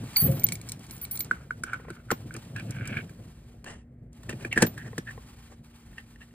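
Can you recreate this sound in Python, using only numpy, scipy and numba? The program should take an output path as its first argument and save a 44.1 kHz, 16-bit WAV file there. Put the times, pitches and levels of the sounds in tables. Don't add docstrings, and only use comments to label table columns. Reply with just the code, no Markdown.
import sys
import numpy as np
from scipy import signal
from scipy.fft import rfft, irfft, next_fast_len
from scipy.io import wavfile
from numba import njit

SR = 44100
rng = np.random.default_rng(int(sys.argv[2]) if len(sys.argv) > 2 else 0)


def store_pcm(level_fs):
    pcm = np.round(np.clip(level_fs, -1, 1) * 32767).astype(np.int16)
    wavfile.write(sys.argv[1], SR, np.atleast_2d(pcm).T)


N = 279578


# pitch_hz, level_db
FORECOURT_SPECTRUM = [(25, -31.5), (50, 8.5), (70, 9.5), (110, -3), (160, -6.5), (300, -9), (500, -19),
                      (1000, -34), (2000, -31), (4000, -60.5)]
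FORECOURT_DB = -53.5
# pitch_hz, level_db
HUM_TONES = [(55, -62.5), (118, -64), (152, -63.5), (236, -56)]

# start_s, level_db
DOOR_SLAMS = [(.218, -8.5), (0.267, -8)]
# pitch_hz, level_db, t60_s
BODY_BOOM = [(75, -12.5, 0.23), (129.7, 2.5, 0.22), (141.5, 2, 0.26), (175.5, -11.5, 0.39)]
# (pitch_hz, level_db, t60_s)
DOOR_SKIN_RING = (.275, [(538, -20, 0.19)])
LATCH_S, LATCH_DB = .028, -8

# start_s, strain_db, rustle_db
HAND_LEVELS = [(0, -36, -53), (.2, -50, -45.5), (.6, -45.5, -57), (1.0, -50.5, -55.5), (1.22, -45.5, -54.5),
               (1.318, -46, -60.5), (2.05, -48.5, -65.5), (2.17, -46, -60.5), (3.0, -38, -57),
               (3.139, -49.5, -62.5), (4.12, -56.5, -65), (4.34, -42, -59.5), (4.652, -40, -57.5),
               (5.5, -58, -61), (6.34, -60, -65)]
# pitch_hz, level_db
STRAIN_SPECTRUM = [(60, -24), (110, 9.5), (180, 0.5), (250, -4.5), (400, -13), (700, -18), (1200, -52)]
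# pitch_hz, level_db
RUSTLE_SPECTRUM = [(400, -25.5), (800, 11.5), (2000, 9), (4000, 5.5), (8000, 2), (12000, 3.5),
                   (15500, -3.5), (16000, -22)]
# start_s, end_s
RUSTLE_DIPS = [(3.519, 4.13), (5.5, 5.645)]
DIP_FADE_DB_PER_S, DIP_FADE_S, RETURN_S = 86, 0.31, 0.017

# start_s, level_db
BRIGHT_TICKS = [(0.1675, -19.5), (0.218, -26), (0.315, -34), (0.396, -31), (0.4351, -23.5), (0.4669, -22.5),
                (0.4874, -23), (0.5218, -18), (0.5543, -28), (0.614, -33), (0.689, -26), (0.6949, -28.5),
                (0.7193, -23), (0.909, -31), (0.9655, -38), (1.014, -37), (1.051, -29), (1.115, -30),
                (1.1555, -30.5), (1.174, -26), (1.206, -21), (1.246, -34), (1.6358, -23), (2.34, -32),
                (2.7073, -28), (2.875, -26.5), (4.13, -49), (4.6216, -9)]
# pitch_hz, level_db
TICK_SPECTRUM = [(1500, -24), (4000, -3.5), (5500, 5), (7500, 5), (9000, 6.5), (12000, 1.5), (14500, -7.5),
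                 (17000, -28)]
# pitch_hz, level_db, t60_s
TICK_MODES = [(2275, -17, 0.02), (4120, -10, 0.0097), (15050, -15.5, 0.015)]
SWING_START_S, SWING_END_S, FAINT_TICKS, FAINT_DB = .05, 1.26, 18, -47
# start_s, keys_db, key_ring_db, held_s (until a contact stops it)
KEY_PEALS = [(0.167, -20.5, -14, 0.225), (0.201, -20.5, -30, 0.065), (0.395, -53, -32.5, 0.028),
             (0.441, -36.5, -6, 0.0028), (0.525, -36, -42.5, 0.026), (0.911, -43.5, -60, 0.077),
             (1.016, -37, -31.5, 0.03), (1.111, -27.5, -40, 0.055), (1.192, -29, -30, .012),
             (1.206, -52, -24.5, 0.034), (2.113, -72, -34.5, .07), (4.664, -81, -29, .1)]
# pitch_hz, level_db, t60_s
LONG_KEY_MODES = [(4538, -21, .15), (10520, -6, 0.45), (11285, -8, 0.4), (14385, -4, .6), (15112, -6, .5)]
# pitch_hz, level_db, t60_s
KEY_RING_MODES = [(14245, 0, .11), (13480, -16, .05)]
FLUTTER_HZ, FLUTTER_DB = 30, 3
# (pitch_hz, level_db, t60_s)
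BLADE_RING = (0.16, [(4535, -18, 0.14)])

# start_s, level_db
SOFT_TAPS = [(1.797, -36), (1.849, -38), (1.8826, -31), (2.116, -16), (4.931, -35), (5.1770, -35.5),
             (5.52, -46)]
# pitch_hz, level_db, t60_s
TAP_MODES = [(460, 0, 0.032), (800, 0, 0.014), (1055, -8, 0.043), (1890, -0.5, 0.011)]

# spacings above the lowest (a count), width_hz (before widening), level_db
RECESS_MODES = [(0, 320, 0), (1, 340, -9), (1.8, 400, -36)]
# start_s, lowest_hz, spacing_hz, upper_modes_db
RECESS_CHANGES = [(.5, 2240, 909, 3), (1.3, 1482, 607, -11), (1.72, 1473, 800, -9), (2.11, 1413, 570, -5),
                  (2.56, 1667, 902, 5.5), (2.7, 1600, 660, 6), (3.0, 1620, 700, 7), (3.64, 1600, 800, 4),
                  (3.7, 1900, 880, 1.5), (4.3, 1800, 800, 8), (4.48, 1663, 670, 4), (4.526, 2175, 551, 6.5),
                  (4.55, 1733, 700, -21.5), (6.3, 1827, 986, 4)]
# start_s, end_s, start_db, end_db, hiss_db (relative to the ringing)
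SCRAPE_STROKES = [(1.286, 1.468, -46, -60, -6.5), (1.637, 1.777, -47.5, -38, -12),
                  (1.753, 2.035, -54, -57.5, -28), (2.081, 2.144, -55, -36, -12),
                  (2.324, 2.36, -66.5, -33, -22), (2.548, 2.627, -46, -46.5, -25),
                  (2.665, 3.024, -54.5, -40.5, -24), (3.652, 3.86, -37.5, -80.5, 3),
                  (4.287, 4.352, -33, -62.5, -1.5), (4.379, 4.488, -58.5, -53, 7),
                  (4.509, 4.554, -43, -41, -13), (4.556, 4.607, -26.5, -31, -11),
                  (4.599, 4.631, -34.5, -28, -4), (4.614, 4.668, -17.5, -46.5, -1),
                  (4.761, 4.84, -47.5, -44.5, -29), (4.836, 4.897, -46.5, -48, -6.5),
                  (5.058, 5.127, -41, -43.5, -14), (5.49, 5.56, -74.5, -74, 17.5),
                  (5.971, 6.025, -42, -61, -10), (6.204, 6.255, -46.5, -65, -10)]
# pitch_hz, level_db
SCRAPE_HISS_SPECTRUM = [(250, 12.5), (500, 12), (2000, 1), (4000, -7), (6000, -2), (9000, -4), (14500, -24)]
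# start_s, level_db, then thud_db and snap_db relative to that level
PLASTIC_KNOCKS = [(0.166, -26.5, -47, -1.5), (0.421, -42, -17.5, -11), (0.46, -44, -12, -11),
                  (0.4885, -31.5, -27, -28), (1.312, -9, -16, -22), (1.508, -17.5, -16.5, -22),
                  (1.637, -21, -9, -11), (1.733, -18.5, -37, -14), (1.742, -23, -32, -27),
                  (1.9027, -33.5, 9.5, 0), (2.105, -20, -6, -5.5), (2.113, -24, -1, 9),
                  (2.119, -35, 23.5, -20), (2.3085, -34.5, -34.5, -36), (2.3485, -39, 8, -26),
                  (2.364, -50, 27, 22), (2.5622, -30.5, -29.5, -1), (2.584, -35, -19, -17),
                  (2.5964, -46, -5, 10.5), (2.8103, -32, 4, -32), (2.854, -37, -9, 0),
                  (2.97, -24, -19.5, -13), (2.989, -26.5, -2.5, -30), (3.094, -49.5, -7, 7),
                  (3.643, -49, 0, 13.5), (4.2328, -58, -13, 20), (4.2934, -31, 9, 6.5),
                  (4.3275, -38.5, 12, -2), (4.449, -25, 5, -7.5), (4.527, -19, -32.5, -5.5),
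                  (4.566, -36, 20, -8), (4.576, -10.5, -1, -8.5), (4.6232, -18.5, 17, 12.5),
                  (4.6297, -20.5, 17, -27), (4.646, -30.5, 21, -29), (4.667, -40, 19, 16.5),
                  (4.778, -29.5, -5, -4.5), (4.98, -26, 11, 5), (5.109, -34, -34, -6),
                  (5.931, -52, -25, -13), (5.982, -31, -28, -7), (6.159, -49, -20, -2),
                  (6.309, -57, -27, -5)]
# pitch_hz, level_db
SNAP_SPECTRUM = [(1500, -5.5), (2500, -5.5), (3200, -9), (5000, -9), (8500, -10.5), (12000, -13.5),
                 (17000, -27)]
# pitch_hz, level_db, t60_s
PANEL_MODES = [(131, 2, 0.065), (180, 3, 0.06), (240, 5, 0.06), (340, 9, 0.04), (450, 8, 0.03),
               (620, 2, 0.02)]
KNOCK_T60_S = 0.01

# pitch_hz, lead_radians
PORT_LEAD = [(0, 0), (1550, .4), (3400, 1.9), (4600, 1.7), (7400, 5.2), (11100, 9.0), (12300, 9.7),
             (14000, 11.8), (15500, 12.7), (22050, 18)]
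# pitch_hz, difference_db
PORT_TILT = [(200, 0), (600, 4.5), (1500, -2), (3000, 0)]
# pitch_hz, level_db
PORT_UNLIKE = [(200, -30), (400, -16), (700, -5), (1500, -8), (2600, -8), (5400, -13), (12000, -28)]
CUTOFF_HZ = 16300


def from_db(db):
    return 10 ** (np.asarray(db) / 20)


def rms_one(x):
    return x / np.sqrt(np.mean(x ** 2) + 1e-20)


def at_hz(points, hz):
    pitch, value = np.transpose(points)
    return np.interp(np.log(hz + 1), np.log(pitch + 1), value)


def coloured(x, spectrum):
    size = next_fast_len(N)
    hz = np.arange(size // 2 + 1) * SR / size
    return rms_one(irfft(rfft(x, size) * from_db(at_hz(spectrum, hz)), size)[:N])


def noise(spectrum):
    return coloured(rng.standard_normal(N), spectrum)


def drift(rate):
    r = np.exp(-2 * np.pi * rate / SR)
    wander = signal.lfilter([1], [1, -2 * r, r * r], rng.standard_normal(N + SR))
    return rms_one(wander[SR:])


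def add(out, s, sound):
    at = round(s * SR)
    out[at:at + len(sound)] += sound[:N - at]


def rings(t, modes, spread_db):
    hz, db, t60 = np.transpose(modes)[:, :, None]
    strength, phase = rng.standard_normal((2, len(modes), 1))
    level = from_db(db + spread_db * strength - 60 * t / t60)
    return np.sum(level * np.sin(2 * np.pi * hz * t + 0.91 * phase), axis=0)


def burst(t, colour, s, t60, tail_db, tail_t60):
    swell = 1 - np.exp(-(t / .002) ** 2)
    piece = np.resize(colour[round(s * SR):], len(t)) * swell
    return piece * (from_db(-60 * t / t60) + from_db(tail_db - 60 * t / tail_t60))


@njit
def moving_resonance(x, hz, width, rate):
    out, r = np.zeros(len(x)), np.exp(-np.pi * width / rate)
    for i in range(2, len(x)):
        drive = (1 - r * r) / 2 * (x[i] - x[i - 2])
        out[i] = drive + 2 * r * np.cos(2 * np.pi * hz[i] / rate) * out[i - 1] - r * r * out[i - 2]
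    return out


def recess_at(s):
    when, *columns = np.transpose(RECESS_CHANGES)
    return [np.interp(s, when, c) for c in columns]


def forecourt():
    hum = np.zeros(N)
    for hz, db in HUM_TONES:
        level = from_db(db + 0.5 + 1.5 * drift(2.9))
        pitch = hz * (1 + 0.01205 * drift(4.044))
        hum += level * np.sin(2 * np.pi * np.cumsum(pitch) / SR)
    return from_db(FORECOURT_DB + 0.57 * drift(3.6)) * noise(FORECOURT_SPECTRUM) + hum


def door():
    out, t = np.zeros(N), np.arange(SR) / SR
    swell = (1 - np.exp(-t / 0.013)) ** 2
    latch = from_db(LATCH_DB * np.clip((t - LATCH_S) / 0.02, 0, 1))
    for s, db in DOOR_SLAMS:
        add(out, s, from_db(db) * swell * latch * rings(t, BODY_BOOM, 0.82))
    skin_s, skin_modes = DOOR_SKIN_RING
    add(out, skin_s, swell * rings(t, skin_modes, 1))
    rumble_level = from_db(-23.0 - 60 * t / 1.0) * (1 - np.exp(-t / 0.015))
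    add(out, DOOR_SLAMS[0][0], rumble_level * noise(STRAIN_SPECTRUM)[:SR])
    return out


def hand_work():
    t = np.arange(N) / SR
    s, *columns = np.transpose(HAND_LEVELS)
    strain_db, rustle_db = [np.interp(t, s, c) for c in columns]
    for start, end in RUSTLE_DIPS:
        fade_db = DIP_FADE_DB_PER_S * np.clip(t - start, 0, DIP_FADE_S)
        rustle_db = rustle_db - fade_db * np.clip((end - t) / RETURN_S, 0, 1)
    strain = noise(STRAIN_SPECTRUM) * from_db(3.15 * drift(15))
    rustle = noise(RUSTLE_SPECTRUM) * from_db(2.5 * drift(23))
    return from_db(strain_db) * strain + from_db(rustle_db) * rustle


def keys():
    out, t, colour = np.zeros(N), np.arange(SR // 3) / SR, noise(TICK_SPECTRUM)
    swing_s = SWING_END_S - SWING_START_S
    faint = [(SWING_START_S + a * swing_s, FAINT_DB + 6 * b) for a, b in rng.random((FAINT_TICKS, 2))]
    for s, tick_db in BRIGHT_TICKS + faint:
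        add(out, s - .001, from_db(tick_db + 6.0) * burst(t, colour, s, 0.0087, -16, 0.035))
        if s < SWING_END_S:
            add(out, s, from_db(tick_db) * rings(t, TICK_MODES, 3.4))
    flutter = [drift(FLUTTER_HZ) for mode in LONG_KEY_MODES]
    for s, keys_db, ring_db, held in KEY_PEALS:
        damping = from_db(-1400 * np.maximum(t - held, 0))
        free = damping * (1 - np.exp(-t / 0.00021))
        for mode, turning in zip(LONG_KEY_MODES, flutter):
            sway = from_db(FLUTTER_DB * turning[round(s * SR):][:len(t)])
            add(out, s, from_db(keys_db) * free * sway * rings(t, [mode], 2.5))
        add(out, s, from_db(ring_db) * free * rings(t, KEY_RING_MODES, 0.48))
    blade_s, blade_modes = BLADE_RING
    add(out, blade_s, (1 - np.exp(-t / 0.00056)) * rings(t, blade_modes, 0.75))
    return out


def taps():
    out, t = np.zeros(N), np.arange(SR // 20) / SR
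    for s, db in SOFT_TAPS:
        add(out, s, from_db(db) * (1 - np.exp(-t / 0.0015)) * rings(t, TAP_MODES, 1.8))
    return out


def scrapes():
    t = np.arange(N) / SR
    ring_level, hiss_level = np.zeros(N), np.zeros(N)
    pitch, spacing, upper_db = recess_at(t)
    for start, end, start_db, end_db, hiss_db in SCRAPE_STROKES:
        fade_s = min(0.28 * (end - start), .04)
        stroke = np.clip(np.minimum(t - start, end - t) / fade_s, 0, 1)
        level = stroke * from_db(np.interp(t, [start, end], [start_db, end_db]))
        ring_level += level
        hiss_level += level * from_db(hiss_db)
    slips = (rng.random(N) < 4000 / SR) * rng.standard_normal(N) * from_db(2.4 * drift(80))
    slips += (rng.random(N) < 70 / SR) * from_db(5) * rng.standard_normal(N)
    waver = 1 + .025 * drift(20)
    ring = slips
    for stage in range(2):
        passed = np.zeros(N)
        for k, width, db in RECESS_MODES:
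            gain = from_db((db + upper_db * (k > 0)) / 2)
            passed += gain * moving_resonance(ring, (pitch + spacing * k) * waver, 1.2 * width, SR)
        ring = passed
    hiss = noise(SCRAPE_HISS_SPECTRUM) * from_db(2.0 * drift(35))
    return ring_level * rms_one(ring) + hiss_level * hiss


def knocks():
    out, t, colour = np.zeros(N), np.arange(SR // 4) / SR, noise(SNAP_SPECTRUM)
    air_swell = (1 - np.exp(-t / 0.0021)) ** 2
    thud_swell = 1 - np.exp(-t / 0.0045)
    for s, db, thud_db, snap_db in PLASTIC_KNOCKS:
        hz, spacing, upper_db = recess_at(s)
        recess = [(hz + spacing * k, mode_db + upper_db * (k > 0), KNOCK_T60_S)
                  for k, width, mode_db in RECESS_MODES]
        add(out, s - .001, from_db(db + 19.5) * air_swell * rings(t, recess, 2.2))
        add(out, s - .001, from_db(db + snap_db - 1.5) * burst(t, colour, s, .022, -22, .08))
        add(out, s, from_db(db + thud_db - 12.5) * thud_swell * rings(t, PANEL_MODES, 2.5))
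    return out


def scene():
    size = next_fast_len(N + SR // 4)
    hz = np.arange(size // 2 + 1) * SR / size
    mix = forecourt() + door() + hand_work() + keys() + taps() + scrapes() + knocks()
    spectrum = rfft(mix, size)
    lead = np.exp(.5j * np.interp(hz, *np.transpose(PORT_LEAD))) * from_db(at_hz(PORT_TILT, hz) / 2)
    echo_t = np.arange(SR // 8) / SR
    echoes = rng.standard_normal(SR // 8) * np.exp(-echo_t / .015)
    smear = rfft(echoes / np.sqrt(np.sum(echoes ** 2)), size) * from_db(at_hz(PORT_UNLIKE, hz))
    left, right = lead * (1 + smear), (1 - smear) / lead
    return irfft(spectrum * np.array([left, right]), size)[:, :N]


def record(dry):
    low_pass = signal.cheby2(12, 70, CUTOFF_HZ + 400, fs=SR, output="sos")
    return signal.sosfilt(low_pass, dry)


dry = scene()
out = record(dry)
store_pcm(out)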